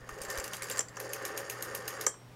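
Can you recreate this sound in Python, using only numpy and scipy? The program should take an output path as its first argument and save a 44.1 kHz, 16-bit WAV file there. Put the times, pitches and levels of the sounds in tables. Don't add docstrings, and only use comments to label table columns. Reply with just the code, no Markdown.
import sys
import numpy as np
from scipy import signal
from scipy.fft import rfft, irfft, next_fast_len
from scipy.io import wavfile
from scipy.ndimage import uniform_filter1d, map_coordinates

SR = 44100
rng = np.random.default_rng(int(sys.argv[2]) if len(sys.argv) > 2 else 0)


def attenuation_scalar(level_db):
    decades = np.asarray(level_db, float) / 20
    return 10 ** decades


def inscribe(sig):
    pcm = np.round(np.clip(np.atleast_2d(sig).T, -1, 1) * 32767)
    wavfile.write(sys.argv[1], SR, pcm.astype(np.int16))


N = 103635

# frequency in Hz, width in Hz, level in dB.
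CASE = [(329, 91, -9), (423.5, 33, 3), (539.3, 40.3, 2.5), (652.4, 22.6, -4.5), (779, 36.6, -5)]
# frequency in Hz, width in Hz, level in dB.
PLATE = [(920, 470, -10), (1198, 184, -0.5), (1457, 67, -1), (1586, 82, -1), (1720, 72, 0), (1837, 67, 2.5),
         (2170, 197, -9.5), (2834, 440, -14)]
# frequency in Hz, level in dB per Hz.
SPRING = [(1200, -12.5), (2200, -1.5), (3550, -8), (6470, -0.5), (8190, -7.5), (8850, -4), (9740, -6),
          (12800, -5.5), (16000, -16)]


def unit(x):
    return x / np.sqrt(np.mean(x ** 2) + 1e-20)


def along(points, hz):
    f, v = np.transpose(points)
    return np.interp(np.log(hz + 1), np.log(f + 1), v)


def wobble(rate, count=N):
    knots = rng.standard_normal(int(count * rate / SR) + 4)
    return map_coordinates(knots, [np.arange(count) * rate / SR])


def filtered(x, response):
    m = next_fast_len(N + SR // 2)
    return irfft(rfft(x, m) * response(np.fft.rfftfreq(m, 1 / SR)), m)[:N]


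def resonances(body):
    def response(f):
        total = 0
        for k, (centre, width, db) in enumerate(body):
            loss = 1j * f * width
            total = total + (-1) ** k * attenuation_scalar(db) * loss / (centre * centre - f * f + loss)
        return total
    return response


def coloured(spectrum):
    return unit(filtered(rng.standard_normal(N), lambda hz: attenuation_scalar(along(spectrum, hz))))


def bursts(events, rise_s, t60_s, chatter_db, chatter_s):
    blows, u = np.zeros(N), np.arange(SR // 3) / SR
    places = [min(round(e[0] * SR), N - 1) for e in events]
    np.add.at(blows, places, attenuation_scalar([e[1] for e in events]))
    rise = (1 - np.exp(-u / rise_s)) ** 2
    fall = attenuation_scalar(1.5 - 60 * u / t60_s) + attenuation_scalar(chatter_db - 60 * u / chatter_s)
    return signal.fftconvolve(blows, rise * fall)[:N]


def shimmer(spectrum, patchy_db):
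    z = signal.stft(coloured(spectrum), nperseg=128)[2]
    field = uniform_filter1d(rng.standard_normal(z.shape), size=3, axis=0)
    field = uniform_filter1d(field, size=9, axis=1)
    x = signal.istft(z * attenuation_scalar(patchy_db * unit(field)), nperseg=128)[1][:N]
    return x / np.sqrt(np.abs(uniform_filter1d(x * x, size=70)) + 1e-9)


def clang(modes, uneven_db, blur):
    t = np.arange(N) / SR
    return sum(attenuation_scalar(db + uneven_db * wobble(90)) * np.sin(2 * np.pi * hz * t + blur * wobble(400))
               for hz, db in modes)


def background():
    # frequency in Hz, rms level in dB.
    hum_tones = [(120, -58), (180, -69.5)]
    # frequency in Hz, level in dB per Hz.
    room_noise = [(15, -48), (30, -22.5), (130, -17), (240, -18.5), (700, -23), (1100, -25.5),
                  (4000, -37.5), (15500, -48), (16500, -46)]
    t = np.arange(N) / SR
    hum = 0
    for hz, db in hum_tones:
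        level = np.sqrt(2) * attenuation_scalar(db + 2.1 * wobble(15))
        hum = hum + level * np.sin(2 * np.pi * hz * t + 0.3 * wobble(7.1))
    return hum + attenuation_scalar(-55.5 - 1.0 + wobble(5.55)) * coloured(room_noise)


def walls(x):
    # frequency in Hz, t60 in seconds.
    room_decay = [(300, 0.28), (3000, 0.17), (8000, 0.18), (15000, 0.086)]
    hz, t, z = signal.stft(rng.standard_normal(SR // 3), SR, nperseg=128)
    fade = attenuation_scalar(-60 * t / along(room_decay, hz)[:, None])
    tail = signal.istft(z * fade, SR, nperseg=128)[1]
    delayed = np.pad(x, (130, 0))
    return signal.fftconvolve(delayed, tail / np.linalg.norm(tail))[:N]


def hand():
    # time in seconds, level in dB, pitch in Hz.
    thumps = [
        (0.029, -48, 40),
        (.085, -55, 40),
        (.13, -44, 40),
        (.215, -47, 40),
        (.285, -48, 45.6),
        (0.39, -36, 49),
    ]
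    t = np.arange(N) / SR
    return sum(attenuation_scalar(db) * np.exp(-(2.5 * hz * (t - s)) ** 2) * np.cos(2 * np.pi * hz * (t - s))
               for s, db, hz in thumps)


def pawl():
    # time in seconds, peak in dB, how much the spring joins in in dB.
    rattles = [(.1285, -62, 1), (.141, -58, 4), (.157, -59, 2), (.178, -53, -3), (.185, -48, -2),
               (.234, -43.5, 2.5), (0.249, -39, -3), (.285, -39, -15), (0.311, -38, -4), (0.326, -35, -8),
               (.354, -37.5, -7), (.3845, -36.5, 1.5), (0.398, -39.5, 4), (0.402, -43, -3), (.452, -48, 4),
               (0.478, -41, 4.5), (.543, -44, 6), (.552, -44, -12), (0.567, -42.5, 5.5), (.631, -30, -17),
               (.641, -41, 0), (.685, -46, 2), (0.712, -29.5, -9), (0.722, -40.5, 1), (.734, -46, -5),
               (.7605, -41, -6), (0.7715, -37.5, 3), (0.78, -36.5, 3), (0.884, -36, -24), (.892, -52, 0),
               (0.957, -46.5, -15), (1.047, -52, -12), (1.092, -39, -15), (1.097, -50, -15),
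               (1.223, -47.5, 0), (1.467, -49, -22), (1.586, -45.5, -4), (1.6996, -56, -10),
               (1.776, -52, 7), (1.95, -50, -6), (1.9745, -49, -8), (2.058, -62, 8)]
    # frequency in Hz, level in dB.
    pawl_modes = [(2000, -12), (4760, -7.5), (5600, -17), (6500, -11.5), (7400, -1.5), (7700, -7),
                  (9500, -16), (11200, -24)]

    def ticks(rows):
        return bursts(rows, rise_s=.0006, t60_s=.019, chatter_db=-20, chatter_s=.11)

    shaken = [(s, db + up) for s, db, up in rattles]
    dry_ticks = ticks(rattles) * clang(pawl_modes, uneven_db=3, blur=1.4)
    return dry_ticks + ticks(shaken) * shimmer(SPRING, patchy_db=3)


def gears():
    # time in seconds, gear effort in dB, hollow boom over it in dB.
    turning = [(0, -59, 1), (.12, -52.5, 0), (.2, -50.5, 5.5), (.38, -43.5, 0.2), (.48, -46.5, -1),
               (.58, -47, -9), (.68, -46, -1.5), (0.802, -42, -3.5), (.835, -63.5, 1), (.955, -54.5, -1),
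               (0.992, -47, 5), (1.1, -46.5, 3), (1.3, -44, 1), (1.45, -46, 1.5), (1.65, -46, 0),
               (2.049, -46.5, 1.5), (2.08, -64, 9), (2.35, -109, -4)]
    # frequency in Hz, width in Hz, level in dB.
    steel_parts = [(4800, 260, 2), (5630, 103, 2), (6530, 164, 4), (7430, 160, 0.2), (9240, 660, -4),
                   (8730, 540, -13), (12500, 2400, -36)]
    s, effort, boom = np.transpose(turning)
    effort_db, boom_db = (np.interp(np.arange(N) / SR, s, c) for c in (effort, boom))
    shared = wobble(55.43)

    def teeth(rate):
        hits = (rng.random(N) < rate / SR) * rng.standard_normal(N)
        spread_db = 1.8 * np.minimum(rng.exponential(size=N), 3)
        return unit(hits * attenuation_scalar(spread_db))

    def part(body, teeth_per_s=3000):
        flutter_db = 1.8 * (0.41 * shared + 0.56 * wobble(59.99)) + 0.59 * wobble(10.04)
        return unit(filtered(teeth(teeth_per_s) * attenuation_scalar(flutter_db), resonances(body)))

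    low = attenuation_scalar(boom_db - 2) * part(CASE) + part(PLATE)
    top = effort_db.max()
    treble_db = top + 1.22 * (effort_db - top) - 7.5 + 2.2 * wobble(24.6)
    return attenuation_scalar(effort_db) * low + attenuation_scalar(treble_db) * part(steel_parts, 1500)


def spring():
    # time in seconds, peak in dB.
    cam_snaps = [(0.09, -32.5), (0.2159, -21.5), (0.3002, -19.5), (0.374, -21.5), (0.4405, -20),
                 (0.5327, -19.5), (0.6207, -18.5), (0.6979, -18.5), (0.9999, -24.5), (1.1326, -20.5),
                 (1.251, -20.5), (1.3751, -20), (1.498, -20), (1.6236, -20), (1.7489, -21), (1.878, -19.5),
                 (2.0105, -21)]
    # seconds after the snap, level over it in dB.
    rebounds = [
        (-.004, -17.5),
        (.006, -17),
        (.011, -16),
        (.025, -17),
        (.036, -28),
    ]
    # frequency in Hz, level in dB per Hz.
    contact_hiss = [(8000, -29), (10500, 5), (11500, -3), (13000, 4), (14500, -10), (15800, -36),
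                    (16500, -30)]
    # frequency in Hz, width in Hz, level in dB.
    blade_modes = [(2680, 430, -11), (4040, 270, -7.5), (5240, 360, -12), (6570, 260, 0.5),
                   (8920, 360, -3.5), (10940, 820, -4), (12930, 540, 0.5), (13800, 400, -7)]
    release_s = .98
    back = [e for e in cam_snaps if e[0] > release_s]
    again = []
    for s, db in back:
        for after, loss_db in rebounds:
            late, louder = rng.uniform(-1, 1, 2)
            again.append((s + after * (1 + late / 8), db + loss_db + 2 * louder))

    def snaps(rows):
        shiver = bursts(rows, .0008, .015, chatter_db=-13.5, chatter_s=0.21)
        return shiver + bursts(again, .0008, .015, chatter_db=-47, chatter_s=0.09)

    snap = attenuation_scalar(-10) * snaps(cam_snaps) * shimmer(SPRING, patchy_db=4.0)
    bright = attenuation_scalar(-19) * snaps(back) * shimmer(contact_hiss, patchy_db=8)
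    strike = bursts(back + again, 0.00043, 0.01, -25.5, 0.081) * np.sign(rng.standard_normal(N))
    blade = attenuation_scalar(4) * filtered(strike, resonances(blade_modes))
    nudge = bursts(cam_snaps, 0.0029, 0.068, -41, 0.096) * rng.standard_normal(N)
    return snap + bright + blade + attenuation_scalar(-2.5) * filtered(nudge, resonances(CASE))


def wheel():
    # time in seconds, crack in dB, ping of the finger stop over it in dB.
    stops = [(0.0896, -40, -18), (0.7918, -22, 7), (0.8057, -35, 3), (0.8068, -28, -3), (.8255, -40, -15),
             (0.9688, -34, -8), (0.9746, -45, -6), (2.0647, -18.5, -6), (2.0665, -21, 7), (2.08, -34, 8),
             (2.14, -50, -1)]
    # frequency in Hz, level in dB.
    crack_modes = [(1830, -8), (3100, -14), (4750, -19), (5500, -7), (5950, -1), (6500, -6), (13100, -20)]
    # frequency in Hz, level in dB per Hz.
    splash = [(1000, -12), (2500, -4), (4000, -8), (6500, 0), (9500, -4), (11500, -8), (13200, -5),
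              (15500, -16), (16500, -30)]
    # frequency in Hz, level in dB.
    ping_modes = [(7150, -1.5), (7450, 1), (7700, -5.5), (9050, -11)]
    # frequency in Hz, level in dB, t60 in seconds.
    wheel_modes = [(3200, -20, .15), (5609, -23, 0.6), (5992, -19, 0.09), (6089, -24, .14),
                   (7036, -16, 0.11), (7500, -7, .1), (7585, -7, .17), (7690, -3, .1), (7750, -2, 0.07),
                   (8452, -13, 0.36), (9318, -16, .09), (9545, -14, 0.13), (11710, -33, .12),
                   (13200, -22, 0.12)]
    case_knock_db = [-15, -9, -20, -18, -20, -17, -23, -38, -6, -25, -14]
    plate_knock_db = [6, -12.5, -12, -12, -16, 2, -4, -14, -10.5, -18, 6]

    steel = clang(crack_modes, uneven_db=3.0, blur=1.1) + attenuation_scalar(-9) * coloured(splash)
    out = bursts(stops, .0007, .015, -45.0, 0.27) * steel
    pings = [(s, db + up) for s, db, up in stops]
    out += bursts(pings, .0007, .014, -33, 0.094) * clang(ping_modes, uneven_db=0.0, blur=.8)
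    for body, knock_db in (CASE, case_knock_db), (PLATE, plate_knock_db):
        knocks = [(e[0], e[1] + k) for e, k in zip(stops, knock_db)]
        rough = shimmer([(100, -36), (300, 0), (3500, 0), (9000, -22)], patchy_db=-6.5)
        push = bursts(knocks, .0005, 0.014, -18, 0.093) * rough
        out += attenuation_scalar(11.5) * filtered(push, resonances(body))
    out = filtered(out, lambda hz: 1 / (1 + (250 / (hz + 1)) ** 4))

    home_s = 2.0655
    t = np.maximum(np.arange(N) / SR - home_s, 0)
    ring = 0
    for hz, db, t60 in wheel_modes:
        beating_db = 6 * (t60 < 1 / 4) * wobble(130)
        ring = ring + attenuation_scalar(db - 60 * t / t60 + beating_db) * np.sin(2 * np.pi * (hz * t + rng.random()))
    return out + attenuation_scalar(-30) * (1 - np.exp(-t / 0.00044)) * ring


def scene():
    clicks, blows, whirr = spring() + pawl(), wheel(), gears()
    wet = attenuation_scalar(-12) * (walls(clicks) + walls(blows)) + attenuation_scalar(-14) * walls(whirr)
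    return (clicks + blows + whirr + wet + hand() + background())[None]


def low_pass(x):
    return signal.sosfilt(signal.butter(12, 16810, fs=SR, output="sos"), x)


def record(dry):
    mix = filtered(dry[0], lambda hz: 1 / (1 + (hz / 15900) ** 120))[None]
    return low_pass(mix)


dry = scene()
out = record(dry)
inscribe(out)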